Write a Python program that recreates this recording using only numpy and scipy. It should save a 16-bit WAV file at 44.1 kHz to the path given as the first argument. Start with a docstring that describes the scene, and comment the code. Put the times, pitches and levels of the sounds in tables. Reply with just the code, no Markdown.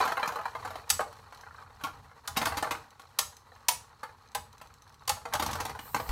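"""Spinning tops in a plastic bowl

Tops with metal rings whir, skip and clash in a thin plastic bowl on a wooden floor. Each blow sums decaying
bowl modes and a burst of filtered noise from the hard shells; clashes leave beating metal rings.
Between blows, random small contacts chatter, noise rumbles through the floor and one top taps as it slows.
A small room answers the blows; a faint hush lies below, a thin hiss and a low bump come near the end.
"""
import sys
import numpy as np
from scipy import signal
from scipy.fft import rfft, irfft
from scipy.io import wavfile
from scipy.ndimage import uniform_filter1d

SR = 44100
rng = np.random.default_rng(int(sys.argv[2]) if len(sys.argv) > 2 else 0)


def store_wav(level_fs):
    """Save 16-bit WAV to argv[1]."""
    pcm = np.round(np.clip(np.atleast_2d(level_fs), -1, 1) * 32767)
    wavfile.write(sys.argv[1], SR, pcm.T.astype(np.int16))


N = 269451
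T = np.arange(4000) / SR  # time axis of one blow, s

# Top against top. Each row: start in seconds, crack level in dB, bowl level in dB, bowl pitch in Hz,
# treble gain of the crack in dB, level in dB of each of the four rings.
CLASH_EVENTS = [(0.8926, -37.5, -49, 1200, 24, -80, -78, -80, -80),
                (0.9007, -18, -31, 1220, 21, -57, -80, -28.5, -59),
                (2.275, -32.5, -36, 920, 5, -70, -56.5, -77.5, -76),
                (2.363, -38.5, -33.5, 960, -12, -70, -80, -70, -53),
                (2.4548, -29, -27.5, 1310, -2, -70, -80, -70, -38),
                (3.1874, -20, -27, 1090, 7.5, -40, -72, -36, -53),
                (3.6838, -18.5, -24, 940, 4, -54, -73, -39, -26),
                (4.3483, -31, -30, 890, -1, -68, -80, -46, -51),
                (5.0761, -29.5, -33, 970, 6.5, -80, -82, -80, -80),
                (5.0927, -24, -24.5, 930, 1, -50, -70, -62, -61),
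                (5.3356, -28.5, -27.5, 940, -0.5, -54, -70, -46, -65)]
# Modes of the bowl. Each row: frequency in Hz, relative level in dB, t60 in seconds.
BOWL_MODES = [(473, -9, .07), (560, -12, .05), (637, -8, .06), (790, -3, .05), (860, 0, .06),
              (960, -4, .045), (1060, 0, .05), (1180, -2, .045), (1310, -2, .045), (1450, -3, .04),
              (1600, -3, .035), (1780, -4, .03), (2050, -4, .03), (2530, -7, .03), (3050, -8, .025),
              (4100, -5, .025)]
# Modes of tip and stem. Each row: frequency in Hz, relative level in dB, t60 in seconds.
TIP_MODES = [(3100, 2.5, 0.0028), (4080, 0.5, 0.013), (5300, -3, 0.0078), (6150, -2.5, 0.011),
             (7600, -5, 0.0054), (9800, -17.5, .004), (12900, -14.5, 0.0019)]


def amp(db):
    """Decibels to gain."""
    return 10 ** (np.asarray(db) / 20)


def evened(x):
    """Scales to unit power."""
    return x / np.sqrt(np.mean(x ** 2) + 1e-20)


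def headed(x):
    """Scales to unit power over the loudest 5 ms."""
    return x / np.sqrt(uniform_filter1d(x ** 2, 220).max())


def peaked(x):
    """Scales to unit peak."""
    return x / abs(x).max()


def read(points, hz):
    """Interpolates a (Hz, value) table on a log-frequency axis."""
    f, value = np.transpose(points)
    return np.interp(np.log(hz + 1), np.log(f + 1), value)


def coloured(points):
    """Noise of unit power, shaped by a (Hz, dB) spectrum."""
    hz = np.fft.rfftfreq(N, 1 / SR)
    spectrum = rfft(rng.standard_normal(N)) * amp(read(points, hz))
    return evened(irfft(spectrum, N))


def add(mix, s, sound):
    """Mixes a sound in at a time in seconds."""
    part = mix[round(s * SR):][:len(sound)]
    part += sound[:len(part)]


def struck(modes, luck, contact_s, centre_hz=None, detune=0.045, spread_db=4.5, narrow_db=5.0):
    """Decaying modes; each spot weighs and tunes them differently, favouring those near its own pitch."""
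    hz, db, t60_s = np.transpose(modes)[:, :, None]
    level_luck, tune_luck, phase_luck = luck.reshape(3, -1, 1)[:, :len(modes)]
    if centre_hz:
        db = db - narrow_db * abs(np.log2(hz / centre_hz))  # narrow_db is per octave
    decay = amp(db + spread_db * level_luck - 60 * T / t60_s)
    waves = decay * np.sin(2 * np.pi * hz * (1 + detune * tune_luck) * T + 2 * phase_luck)
    return headed(waves.sum(0) * (1 - np.exp(-T / contact_s)))


def crack(noise, s, t60_s, rise_s, hard_db=0, corner_hz=5200, linger=3.47, linger_db=-14):
    """A noise splinter for many small shell modes, most quick, a few slower; hardness sets its treble."""
    k = min(round(s * SR), N - len(T))
    splinter = noise[k:k + len(T)]
    soft = signal.lfilter(*signal.butter(2, corner_hz, fs=SR), splinter)
    mixed = soft + amp(hard_db) * (splinter - soft)
    fading = amp(-60 * T / t60_s) + amp(linger_db - 60 * T / (linger * t60_s))
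    closing = np.cos(np.pi / 2 * T / T[-1])
    return headed(mixed * fading * (1 - np.exp(-T / rise_s)) * closing)


def skid(sound, luck, within_s, first_db, fall_db):
    """A spinning top does not land clean: contacts of either sign follow the first, crowded early."""
    when, size = luck.T
    train = np.zeros(round(within_s * SR) + 2)
    at = (when ** 2 * within_s * SR).astype(int)
    np.add.at(train, at, (2 * size - 1) * amp(first_db - fall_db * when ** 2))
    train[0] += 1
    return headed(signal.fftconvolve(sound, train))


def chatter(modes, per_s, size_db, contact_s, detune, count=12):
    """Random small contacts of unit power in all, each at one of several spots of the body."""
    happens = rng.random(N) < per_s / SR
    size = amp(size_db * np.minimum(rng.exponential(1, N), 3)) * happens
    spot = rng.integers(0, count, N)
    luck = rng.standard_normal((count, 48))
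    taps = [struck(modes, row, contact_s, detune=detune) for row in luck]
    return evened(sum(signal.oaconvolve(size * (spot == k), tap)[:N] for k, tap in enumerate(taps)))


def hush():
    """The quiet of the room: steady shaped noise."""
    # Each row: frequency in Hz, relative density in dB per Hz.
    hush_spectrum = [(88, -38.5), (150, -9), (348, -6), (689, -18.5), (1080, 3.5), (3220, -25.5),
                     (4240, -11), (4950, -28), (12700, -41), (16000, -33)]
    return amp(-66) * coloured(hush_spectrum)


def hiss():
    """A thin high noise swells near the end and holds."""
    start_s, rise_s, level_db = 5.77, 0.08, -53
    # Each row: frequency in Hz, relative density in dB per Hz.
    hiss_spectrum = [(3000, -26), (6400, -17), (8200, -6), (11000, -17), (13100, 0), (14900, -3),
                     (16000, -15)]
    swell = np.clip((np.arange(N) / SR - start_s) / rise_s, 0, 1)
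    return amp(level_db) * swell * coloured(hiss_spectrum)


def bump():
    """A low bump at the microphone: a sine with a soft onset."""
    start_s, level_db, hz, rise_s = 6.09, -21, 42, 0.0082
    out = np.zeros(N)
    add(out, start_s, amp(level_db) * np.sin(2 * np.pi * hz * T) * T / (T + rise_s))
    return out


def floor_rumble(rumble_db):
    """Low noise through the floor; after each clash the knocked tops shake it more."""
    shake_db, shake_peak_s = -55.5, 0.04
    # Each row: frequency in Hz, relative density in dB per Hz.
    rumble_spectrum = [(12, -55.5), (20, -15.5), (81, 7), (150, -2), (178, -15), (220, -7), (290, -17.5),
                       (480, -120)]
    gain = amp(rumble_db)
    swell = np.arange(SR // 2) / SR / shake_peak_s
    for s, *_ in CLASH_EVENTS:
        add(gain, s, amp(shake_db) * (swell * np.exp(1 - swell)) ** 2)
    return gain * coloured(rumble_spectrum)


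def spinning(noise):
    """The tips roll over the bowl, chatter on its grain and shake the floor."""
    waver_db, waver_s = 2.5, 0.03  # the rolling wavers as the tops wobble
    bright_db, bright_share, quiet_roll_db = -64.5, 0.76, -60.5  # bright chatter follows the rolling
    # Each row: time in seconds, tips rolling on the bowl in dB, rumble through the floor in dB.
    spin_levels = [(0, -27.5, -51), (.15, -41, -60.5), (.34, -49.5, -61.5), (.7, -47.5, -54.5),
                   (.88, -53.5, -62), (1.6, -59, -59.5), (2.02, -58, -54.5), (2.14, -62, -63),
                   (2.34, -59, -64), (2.41, -40, -48), (2.76, -49, -54.5), (2.91, -60.5, -65.5),
                   (3.64, -60, -63.5), (5.04, -63.5, -61), (5.24, -58, -59), (5.5, -39.5, -42.5),
                   (5.84, -56, -54), (6.11, -41, -46)]
    s, *levels = np.transpose(spin_levels)
    roll_db, rumble_db = (np.interp(np.arange(N) / SR, s, level) for level in levels)
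    waver = evened(uniform_filter1d(rng.standard_normal(N), round(waver_s * SR)))
    roll_db = roll_db + waver_db * waver
    bright = amp(bright_db + bright_share * (roll_db - quiet_roll_db))

    out = amp(roll_db) * chatter(BOWL_MODES, 260, 2.0, 0.0021, 0.069)
    tip_grain = chatter(TIP_MODES, 400, 3.7, 0.0003, 0.044, count=8)
    out += bright * (amp(-10.5) * tip_grain + amp(-7.5) * noise[::-1])
    # faint ticks of the tips, then light touches of the rims on the bowl
    out += amp(-77.5) * chatter(TIP_MODES, 9, 2.4, 0.00032, 0.018, count=6)
    out += amp(-66.5) * chatter(BOWL_MODES, 14, 2.5, 0.0013, 0.05, count=8)
    return out + floor_rumble(rumble_db)


def wobble():
    """A slowing top taps once a turn: clean light rim taps near one spot, fading at the end."""
    start_s, first_gap_s, slowing_per_tap, taps = 1.435, 0.036, 1.02, 7
    peak_db, fade_db, pitch_hz = -38, 14, 1400
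    out = np.zeros(N)
    gaps_s = first_gap_s * slowing_per_tap ** np.arange(taps)
    times_s = start_s + np.cumsum(gaps_s) - gaps_s
    for k, (s, luck) in enumerate(zip(times_s, rng.standard_normal((taps, 48)))):
        tap = struck(BOWL_MODES, luck, 0.0025, pitch_hz, narrow_db=18.0)
        tap = tap * amp(-900 * T)  # damped a further 900 dB/s
        add(out, s, amp(peak_db - fade_db * (k / taps) ** 4) * peaked(tap))
    return out


def ticks(noise):
    """A tip catches on the plastic: a tiny scratch, and the stem rings for an instant."""
    # Each row: start in seconds, peak in dB.
    tick_events = [(1.0809, -47), (1.1663, -49.5), (1.347, -44), (1.3739, -44), (1.4106, -42),
                   (2.9055, -48), (3.019, -44.5), (3.3676, -40.5), (4.3175, -46), (4.529, -46.5),
                   (4.581, -44), (4.6725, -47), (4.74, -44.5), (4.821, -44.5), (4.877, -50), (4.8943, -49),
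                   (4.9244, -53), (4.9433, -46), (5.054, -51.5), (5.2873, -46)]
    out = np.zeros(N)
    for (s, peak_db), luck in zip(tick_events, rng.standard_normal((len(tick_events), 48))):
        tick = struck(TIP_MODES, luck, 0.00035, detune=0.022)
        tick += amp(-4.5) * crack(noise, s, 0.025, 0.00031)
        add(out, s, amp(peak_db) * peaked(tick))
    return out


def rings():
    """Clashes excite metal modes; each is a close pair, so the ring beats as it fades."""
    # Each row: frequency in Hz, relative level in dB, t60 in seconds, index of the ring.
    ring_modes = [(6515, 0, .3, 0), (6860, 0, .35, 1), (7850, -2, .26, 2), (9470, -2, .2, 3),
                  (14570, -4, .15, 3)]
    out = np.zeros(N)
    hz, db, t60_s, ring = np.transpose(ring_modes)[:, :, None]
    t = np.arange(SR // 3) / SR
    draws = rng.uniform(-1.1, 1, (len(CLASH_EVENTS), 2, len(ring_modes), 1))
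    for (s, *blow), (split, phase) in zip(CLASH_EVENTS, draws):
        twin = np.sin(2 * np.pi * hz * (1 + 0.004 * split) * t + 3 * phase)
        pair = np.sin(2 * np.pi * hz * t) + 0.7 * twin
        ring_db = np.array(blow[-4:])[ring.astype(int)]
        add(out, s + 0.002, (amp(ring_db + db - 60 * t / t60_s) * pair).sum(0))
    return out


def clashes(noise):
    """Shells crack and the bowl follows a moment later."""
    bowl_delay_s = 0.00194
    out = np.zeros(N)
    lucks = rng.standard_normal((len(CLASH_EVENTS), 48))
    skids = rng.random((len(CLASH_EVENTS), 24, 2))
    for (s, crack_db, bowl_db, pitch_hz, hard_db, *_), luck, slips in zip(CLASH_EVENTS, lucks, skids):
        add(out, s, amp(crack_db) * crack(noise, s, 0.027, 0.0023, hard_db))
        boom = struck(BOWL_MODES, luck, 0.0011, pitch_hz, detune=0.042, spread_db=2.0, narrow_db=9.5)
        add(out, s + bowl_delay_s, amp(bowl_db) * skid(boom, slips, 0.043, -5.5, 8.4))
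    return out


def knocks(noise):
    """Each landing booms the bowl, cracks the shell and thuds the boards; a light touch hardly skids."""
    hard_db = -3  # treble gain of the crack
    # the boards follow crack and bowl, relative to a middling knock
    thud_base_db, thud_per_crack, thud_per_bowl = -48.5, 0.98, 0.26
    middling_crack_db, middling_bowl_db = -42, -25
    # Tops skipping on the bowl. Each row: start in seconds, bowl peak in dB, crack level in dB,
    # bowl pitch in Hz.
    knock_events = [(.007, -21, -39.5, 1000), (.052, -19.5, -39.5, 970), (.075, -20.5, -40, 1150),
                    (.118, -18.5, -42, 1120), (0.17, -20, -47, 1540), (.195, -26.5, -47, 1210),
                    (.229, -18.5, -43.5, 1340), (.257, -23.5, -46, 1230), (.275, -24.5, -36.5, 1280),
                    (0.29, -23.5, -64, 1240), (.32, -25, -49, 1050), (0.357, -25.5, -48.5, 910),
                    (0.386, -26.5, -55, 1010), (0.411, -33, -54, 1070), (.454, -20.5, -50, 1030),
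                    (.55, -25, -53, 1070), (.584, -49, -66, 1110), (.648, -27.5, -47.5, 875),
                    (.674, -31.5, -51, 1070), (0.704, -32, -49, 880), (.755, -28, -48.5, 1070),
                    (0.993, -18, -56, 760), (1.004, -20.5, -42.5, 710), (1.126, -41.5, -55.5, 1070),
                    (1.324, -38, -58.5, 1070), (1.811, -39, -57.5, 1400), (1.835, -23.5, -36, 1160),
                    (1.868, -28.5, -52, 1040), (2.112, -41, -70, 1310), (2.369, -22, -26.5, 1030),
                    (2.415, -21.5, -33, 1600), (2.469, -22, -35, 885), (2.521, -25, -49, 1110),
                    (2.57, -24.5, -34.5, 1380), (2.625, -18.5, -36, 970), (2.644, -27, -49, 1080),
                    (2.669, -25.5, -55, 970), (2.708, -21, -34.5, 1240), (2.748, -29.5, -50, 1070),
                    (2.995, -42.5, -53, 1100), (3.56, -45.5, -64, 1330), (4.031, -27, -48, 1200),
                    (4.091, -42.5, -72, 1310), (4.613, -39.5, -50.5, 870), (5.168, -35, -60, 1050),
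                    (5.253, -27.5, -47, 745), (5.325, -28, -49, 830), (5.351, -20.5, -37.5, 1030),
                    (5.395, -21.5, -33.5, 825), (5.423, -23, -31.5, 960), (5.461, -22.5, -34, 615),
                    (5.51, -34, -40, 865), (5.53, -30, -36.5, 960), (5.553, -27, -42.5, 800),
                    (5.602, -29, -36.5, 824), (5.651, -27, -36.5, 770), (5.694, -31.5, -43, 577),
                    (5.749, -32, -56, 606), (5.79, -32, -42.5, 1280), (5.945, -16.5, -32.5, 1310),
                    (5.962, -24, -39, 1120), (5.998, -25, -44, 560), (6.09, -46, -41, 1770)]
    # Floor boards. Each row: frequency in Hz, relative level in dB, t60 in seconds.
    board_modes = [(164.7, -11, 0.089), (246, 3.5, 0.036), (321.6, -5.5, 0.052)]
    out = np.zeros(N)
    lucks = rng.standard_normal((len(knock_events), 2, 48))
    skids = rng.random((len(knock_events), 26, 2))
    for (s, bowl_db, crack_db, pitch_hz), luck, slips in zip(knock_events, lucks, skids):
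        boom = struck(BOWL_MODES, luck[0], 0.00097, pitch_hz, spread_db=2.0)
        boom = skid(boom, slips, 0.04, 0.5 + 0.33 * (bowl_db + 20.5), 21.0)
        add(out, s, amp(bowl_db) * peaked(boom))
        snap = skid(crack(noise, s, 0.033, 0.0014, hard_db), slips, 0.032, -0.58, 24.0)
        add(out, s, amp(crack_db) * snap)
        thud_db = thud_base_db + thud_per_crack * (crack_db - middling_crack_db)
        thud_db += thud_per_bowl * (bowl_db - middling_bowl_db)
        add(out, s, amp(thud_db) * struck(board_modes, luck[1], 0.0022))
    return out


def room(x):
    """Sparse echoes of random sign, each band dying at its own speed."""
    # Each row: frequency in Hz, t60 in seconds.
    room_decay = [(300, 0.43), (1000, 0.24), (4000, 0.28), (9000, 0.3), (15000, 0.24)]
    taps = np.zeros(SR // 2)
    at = np.arange(200, len(taps) - 20, 20)
    taps[at + rng.integers(0, 20, len(at))] = rng.choice([-1., 1.], len(at))
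    hz, t, z = signal.stft(taps, SR, nperseg=256)
    decay = amp(-60 * t / read(room_decay, hz)[:, None])
    tail = signal.istft(z * decay, SR, nperseg=256)[1]
    return signal.fftconvolve(x, tail / np.linalg.norm(tail))[:N]


def scene():
    """Blows with their room, over the singing rings, the spin and the quiet of the room."""
    # Shell noise. Each row: frequency in Hz, relative density in dB per Hz.
    crack_spectrum = [(1060, -26.5), (1800, -0.5), (4700, -0.5), (5100, -2), (6590, -2), (7220, -4),
                      (13600, -7.5), (15100, -12), (16000, -17.5)]
    noise = coloured(crack_spectrum)
    background = hush() + hiss() + bump()
    blows = wobble() + ticks(noise) + clashes(noise) + knocks(noise)
    out = background + spinning(noise) + rings() + blows + amp(-8.5) * room(blows)
    return out[None]


def record(dry):
    """A steep low-pass: nothing sounds above about 16 kHz."""
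    edge_hz = 15950
    low_pass = signal.firwin(401, edge_hz, window=("kaiser", 9), fs=SR)
    return signal.oaconvolve(dry, low_pass[None], "same")


dry = scene()
out = record(dry)
store_wav(out)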